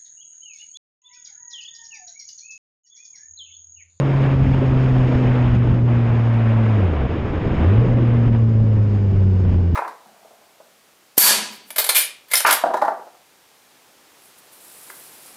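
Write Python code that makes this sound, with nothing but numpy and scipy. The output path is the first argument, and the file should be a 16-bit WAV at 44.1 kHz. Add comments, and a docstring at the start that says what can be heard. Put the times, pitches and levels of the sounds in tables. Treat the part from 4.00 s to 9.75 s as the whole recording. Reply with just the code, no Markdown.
"""Motorcycle slowing on a wet street

Heard from a small microphone shut in a case. The exhaust hums under engine braking (sines at firing orders),
gives way to uneven idle thumps (rung resonator) while the clutch is pulled, then climbs back in the lower gear.
Wind buffets and roars, tyres hiss through water, the case buzzes faintly (noise in flickering bands).
Valve gear clatters (noise in casing resonances); road bumps jolt the mount (rung clicks and noise bursts)."""
import sys
import numpy as np
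from scipy import signal
from scipy.fft import rfft, irfft, next_fast_len
from scipy.io import wavfile

SR = 44100
rng = np.random.default_rng(int(sys.argv[2]) if len(sys.argv) > 2 else 0)


def materialize(psi):
    """Save the field psi as 16-bit PCM at rate SR to the path in sys.argv[1].

    A 1-D psi becomes a single channel; in a 2-D psi each row is a channel.
    """
    bounded = np.clip(np.atleast_2d(psi).T, -1, 1)
    quanta = np.round(bounded * 32767).astype(np.int16)
    wavfile.write(sys.argv[1], SR, quanta)


N = 253575

# wind on the case: (time [s], buffet level [dB], roar level [dB])
WIND_LEVELS = [(0.0, -25, -22), (0.2, -28, -24), (0.5, -19, -28.5), (0.63, -31, -22.5), (0.7, -24, -27),
               (1.07, -26, -26.5), (1.22, -25, -22), (1.31, -23.5, -27.5), (1.5, -23, -30.5),
               (1.73, -18.5, -26), (2.05, -31, -28.5), (2.15, -22.5, -29.5), (2.24, -31, -31.5),
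               (2.7, -28, -28.5), (2.95, -33, -25.5), (3.1, -30.5, -27), (3.45, -20, -25),
               (3.88, -20, -21.5), (4.18, -28.5, -25.5), (4.3, -22.5, -29), (4.7, -26, -31),
               (5.26, -26.5, -33), (5.6, -20.5, -30), (5.75, -21, -35)]
# relative noise density of the buffets: (frequency [Hz], density [dB per Hz])
BUFFET_SPECTRUM = [(20, -2.5), (40, -5), (80, -1.5), (160, -6.5), (250, -12), (400, -31.5)]
# relative noise density of the wind roar: (frequency [Hz], density [dB per Hz])
ROAR_SPECTRUM = [(80, -5), (160, 0), (300, 0), (500, -3), (700, -15.5), (1200, -22)]
# tyre hiss on the wet road: (time [s], level [dB])
HISS_LEVELS = [(0.03, -31.5), (0.31, -28.5), (0.38, -36.5), (0.42, -32), (1.2, -31.5), (1.4, -30),
               (1.56, -32), (1.59, -36), (1.7, -34), (1.79, -36.5), (1.83, -41.5), (1.87, -35.5),
               (2.0, -31.5), (2.65, -30.5), (3.1, -33.5), (3.53, -33), (3.6, -29.5), (3.7, -30.5),
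               (3.88, -35.5), (4.28, -35.5), (4.31, -42), (4.36, -36), (4.41, -42), (4.92, -42),
               (4.96, -41.5), (5.02, -44), (5.37, -45.5), (5.48, -41), (5.59, -45.5), (5.66, -48),
               (5.75, -48)]
# relative noise density of the hiss: (frequency [Hz], density [dB per Hz])
HISS_SPECTRUM = [(350, -25), (600, -3), (2490, -16), (3090, -21), (3770, -28.5), (4900, -50), (8290, -120)]
# treble of the hiss against its body: (time [s], gain [dB])
TREBLE_GAINS = [(0.0, -0.5), (1.6, 0.8), (2.2, -3), (2.9, -0.5), (3.5, 0), (4.1, 1.3), (4.6, -2.5),
                (5.2, 1.8), (5.75, 1.2)]
# case buzz before it follows the hiss: (time [s], level [dB])
BUZZ_LEVELS = [(0.0, -58), (1.1, -55.5), (1.5, -60), (2.7, -61), (3.1, -63.5), (3.6, -59.5), (4.2, -61.5),
               (5.0, -58), (5.75, -57.5)]
# two bands passed by the case, notch between: (frequency [Hz], relative density [dB per Hz])
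CASE_SPECTRUM = [(3800, -9), (4400, -1), (5000, 1), (5500, -1.5), (6000, -19.5), (6480, -0.5),
                 (7000, -10.5), (8200, -15), (9000, -19.5), (9800, -34)]
# road bumps that jolt the mount: (time [s], rattle drive [dB], thud drive [dB], tick drive [dB])
BUMP_EVENTS = [(0.592, -14, -15, -55), (0.807, -15, -24, -57), (0.966, -9, -17.5, -58),
               (1.154, -26, -7, -54), (1.456, -24.5, -19.5, -60), (1.53, -18, -20, -56),
               (1.674, -12, -11.5, -53), (1.716, -17, -10, -51), (3.454, -10, -12, -60),
               (3.491, -19, -24, -59), (3.53, -25, -15, -60), (3.58, -22, -6, -60), (3.884, -12, -28, -50),
               (4.278, -20, -23, -58.5), (4.349, -11, -18.5, -59), (4.949, -16.5, -28, -52),
               (5.115, -22, -20, -55), (5.451, -18, -23, -60), (5.494, -16, -19, -56),
               (5.543, -19, -15, -54), (5.583, -19, -18, -60)]
# mount resonances: (frequency [Hz], relative gain [dB], t60 [s])
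MOUNT_MODES = [(345, 3, 0.012), (700, 3, 0.0043), (1400, -12.5, 0.0043), (2600, -21.5, 0.01)]
# engine casing resonances under the valve gear: (frequency [Hz], width [Hz], level [dB])
CASING_MODES = [(1090, 150, -62.5), (1508, 74, -57.5), (1820, 56, -63), (2280, 120, -62.5),
                (2850, 100, -61.5), (3430, 170, -71.5), (4800, 58, -72.5), (5300, 100, -76)]
# clutch: (pulled [s], let go [s])
CLUTCH_TIMES_S = (3.08, 3.56)
# engine speed through two gears: (time [s], firing rate [Hz])
FIRING_RATES = [(0.0, 138.8), (0.3, 134.8), (1.4, 123.1), (1.6, 120.2), (1.8, 119.7), (2.6, 112.2),
                (2.7, 110.0), (2.76, 105.8), (2.95, 75.6), (3.1, 57.3), (3.55, 66.7), (3.65, 82.3),
                (3.7, 96.1), (3.84, 125.5), (3.9, 118.7), (4.0, 120.1), (4.6, 110.3), (5.0, 100.9),
                (5.75, 84.8)]
# exhaust hum: (time [s], fundamental level [dB], second order level [dB])
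HUM_LEVELS = [(0.0, -17.5, -25), (0.2, -15.5, -31.5), (0.4, -14.5, -27), (0.6, -16.5, -26.5),
              (1.0, -14, -24.5), (1.2, -17, -23.5), (1.4, -15, -25), (2.75, -14, -24.5), (2.85, -15, -28),
              (2.95, -20.5, -29.5), (3.06, -20, -25), (3.58, -22.5, -30), (3.65, -13, -28),
              (3.75, -12, -21), (3.8, -10, -29), (3.86, -17, -32), (3.93, -16.5, -25), (4.0, -14.5, -23.5),
              (4.6, -13, -24), (4.8, -13.5, -28.5), (5.0, -15.5, -25.5), (5.2, -13, -26.5),
              (5.6, -15, -25.5), (5.75, -16.5, -32)]
# pipe resonances that lift gliding orders: (frequency [Hz], gain [dB])
PIPE_GAINS = [(280, -7.5), (340, -3), (390, 1.5), (430, -6), (460, -18.5), (500, -7.5), (545, -3.5),
              (590, -12), (680, -8.5)]
# orders coloured by the pipe: (multiple of firing rate [1], level on top of pipe gain [dB])
PIPE_ORDERS = [(3, -38), (4, -36.5), (5, -36)]
# weaker half orders: (multiple of firing rate [1], level against fundamental [dB])
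HALF_ORDERS = [(.5, -27), (1.5, -32.5), (2.5, -27.5)]

LULL_DB, LULL_RATE_HZ = 2.5, 7.0   # random rise and fall of the buffets
TREBLE_FROM_HZ = 1400
BUZZ_SHARE = 0.34   # share of the hiss level swing, in dB, taken by the buzz
IDLE_DB, IDLE_CATCH_DB, IDLE_SETTLE_S = -25, 0.5, 0.06   # first firings are stronger
CUTOFF_HZ = 9900


def from_db(db):
    """Decibels to amplitude gain."""
    return 10 ** (np.asarray(db) / 20)


def rms_one(x):
    """Scale to unit rms."""
    return x / np.sqrt(np.mean(x ** 2) + 1e-20)


def in_time(rows):
    """Interpolate each column of a time table to one value per sample."""
    times_s, *columns = np.transpose(rows)
    return [np.interp(np.arange(N) / SR, times_s, column) for column in columns]


def by_pitch(points, hz):
    """Read a frequency table at a moving pitch."""
    return np.interp(hz, *np.transpose(points))


def lowpass(x, order, cutoff_hz):
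    """Butterworth low-pass."""
    return signal.sosfilt(signal.butter(order, cutoff_hz, fs=SR, output="sos"), x)


def drift(rate_hz):
    """Slow random curve of spread 1: noise twice through a one-pole low-pass."""
    step = 20   # samples per drawn point
    r = np.exp(-2 * np.pi * rate_hz * step / SR)
    noise = rng.standard_normal(N // step + 2002)
    slow = signal.lfilter([1], [1, -2 * r, r * r], noise)[2000:]   # drop the start-up
    return np.interp(np.arange(N) / step, np.arange(len(slow)), rms_one(slow))


def turbulence(spectrum, shared_db, own_db, rate_hz):
    """Coloured noise in half-octave bands that flicker partly together, partly alone; rms 1."""
    size = next_fast_len(N)
    hz, db = np.transpose(spectrum)
    octave = np.log2(np.maximum(np.arange(size // 2 + 1) * SR / size, 1))
    density_db = np.interp(octave, np.log2(hz), db, left=-90, right=-90)
    coloured = rfft(rng.standard_normal(size)) * from_db(density_db)
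    out, together = 0, drift(rate_hz)
    for centre in np.arange(np.floor(np.log2(hz[0])), np.log2(hz[-1]) + 1, 0.5):
        share = np.clip(1 - 2 * abs(octave - centre), 0, 1)   # neighbouring shares add up to one
        band = irfft(coloured * share, size)[:N]
        out = out + band * from_db(shared_db * together + own_db * drift(rate_hz))
    return rms_one(out)


def ring(x, hz, t60_s):
    """Two-pole resonator: a unit click sets a decaying sine of height 1 ringing."""
    r, w = from_db(-60 / (t60_s * SR)), 2 * np.pi * hz / SR
    return signal.lfilter([0, np.sin(w)], [1, -2 * r * np.cos(w), r * r], x + 1e-18)


def wind(gust):
    """Low buffets with random lulls, and a higher roar that follows the quick eddies."""
    buffet_db, roar_db = in_time(WIND_LEVELS)
    buffet = turbulence(BUFFET_SPECTRUM, shared_db=0.5, own_db=-1.3, rate_hz=22)
    roar = turbulence(ROAR_SPECTRUM, shared_db=0.72, own_db=1.0, rate_hz=26)
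    lull_db = LULL_DB * drift(LULL_RATE_HZ)
    return from_db(buffet_db + lull_db) * buffet + from_db(roar_db + 1.1 * gust) * roar


def spray(gain_db):
    """Tyres tear through the film of water; the treble share wanders with the surface."""
    hiss = turbulence(HISS_SPECTRUM, shared_db=0.55, own_db=1.12, rate_hz=27)
    body = signal.filtfilt(*signal.butter(1, TREBLE_FROM_HZ, fs=SR), hiss)
    treble = from_db(in_time(TREBLE_GAINS)[0]) * (hiss - body)
    return from_db(gain_db) * (body + treble)


def case_buzz(hiss_db, gust, firing):
    """Noise in two case bands; every firing shakes the case a little."""
    level_db = in_time(BUZZ_LEVELS)[0] + BUZZ_SHARE * (hiss_db - hiss_db[0])
    noise = turbulence(CASE_SPECTRUM, shared_db=0.94, own_db=0.0, rate_hz=14)
    return from_db(level_db + 0.5 * gust + 0.59 * firing) * noise


def bumps():
    """Each jolt: a low thud, a burst of soft rattling contacts in the mount and a tick of the case."""
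    jolts = np.zeros((3, N))
    for time_s, *drive_db in BUMP_EVENTS:
        jolts[:, round(time_s * SR)] = from_db(drive_db)
    knock, thud, tick = jolts
    fade = np.exp(-1 / (0.0046 * SR))   # time constant in s
    burst = signal.lfilter([0.07], [1, -fade], knock + 1e-18) * rng.standard_normal(N)
    rattle = 0.5 * knock + burst
    body = ring(thud, hz=96, t60_s=0.048)
    for hz, db, t60_s in MOUNT_MODES:
        body += from_db(db - 3.5) * ring(rattle, hz, t60_s)
    ticks = ring(tick, hz=5100, t60_s=0.006) + ring(tick, hz=6600, t60_s=0.006)
    return lowpass(body, 4, 3500) + from_db(1.0) * ticks


def clatter(firing):
    """Valve-gear noise, pulsing with the firing, in the resonances of the casing."""
    noise, out = rng.standard_normal(N) * from_db(2.1 * firing), 0
    for hz, width_hz, db in CASING_MODES:
        r = np.exp(-np.pi * width_hz / SR)
        poles = [1, -2 * r * np.cos(2 * np.pi * hz / SR), r * r]
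        out = out + from_db(db) * rms_one(signal.lfilter([1, 0, -1], poles, noise))
    return lowpass(out, 4, 5500)


def idle():
    """Slow uneven firings thump in the pipe while the clutch is pulled."""
    pulled_s, let_go_s = CLUTCH_TIMES_S
    rate_hz = 44 * (1 + 0.252 * drift(20))
    fired = np.diff(np.floor(np.cumsum(rate_hz) / SR), prepend=0)
    thumps = ring(fired * from_db(2.7 * drift(40)), hz=86, t60_s=0.14)
    since_s = np.arange(N) / SR - pulled_s
    gate = np.clip(1 + np.minimum(since_s, let_go_s - pulled_s - since_s) / 0.014, 0, 1)
    level_db = IDLE_DB + IDLE_CATCH_DB * np.exp(-np.maximum(since_s, 0) / IDLE_SETTLE_S)
    return gate * from_db(level_db) * rms_one(lowpass(thumps, 2, 200))


def exhaust():
    """Low orders of the firing rate as sines in step, silent at idle; also returns the firing beat."""
    (rate_hz,), (first_db, second_db) = in_time(FIRING_RATES), in_time(HUM_LEVELS)
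    pulled_s, let_go_s = CLUTCH_TIMES_S
    t = np.arange(N) / SR
    engaged = np.clip(np.maximum(pulled_s - t, t - let_go_s) / 0.019, 0, 1)
    turn = 2 * np.pi * np.cumsum(rate_hz * (1 + 0.0024 * drift(8.5))) / SR
    # the pipe pushes the second order ahead as the revs rise
    lead_rad = np.clip(0.04 * (rate_hz - 78), -1, 1.5)
    hum = from_db(first_db + 0.22 * drift(11)) * np.cos(turn)
    hum += from_db(second_db + 1.8 * drift(25)) * np.cos(2 * turn + lead_rad)
    for multiple, db in PIPE_ORDERS:
        level_db = db + by_pitch(PIPE_GAINS, multiple * rate_hz) + 1.1 * drift(24)
        hum += from_db(level_db) * np.cos(multiple * turn - 1)
    for multiple, db in HALF_ORDERS:
        hum += from_db(first_db + db + 1.9 * drift(12)) * np.cos(multiple * turn - multiple)
    return np.sqrt(2) * engaged * hum, engaged * np.cos(turn)   # sqrt(2): sine levels are rms


def scene():
    """Air, road, case and engine summed at the microphone."""
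    hum, firing = exhaust()
    hiss_db, = in_time(HISS_LEVELS)
    gust = drift(38)   # quick eddies shared by roar, hiss and buzz
    air = wind(gust)
    hiss = spray(hiss_db + 0.5 * gust + 0.6 * firing)
    buzz = case_buzz(hiss_db, gust, firing)
    engine = clatter(firing) + idle() + hum
    return (air + hiss + buzz + bumps() + engine)[None]


def record(dry):
    """Soft clipping rounds the peaks; a steep low-pass cuts the top."""
    rounded = 0.79 * np.tanh(dry / 0.83)
    return signal.sosfilt(signal.cheby2(12, 70, CUTOFF_HZ, fs=SR, output="sos"), rounded)


dry = scene()
out = record(dry)
materialize(out)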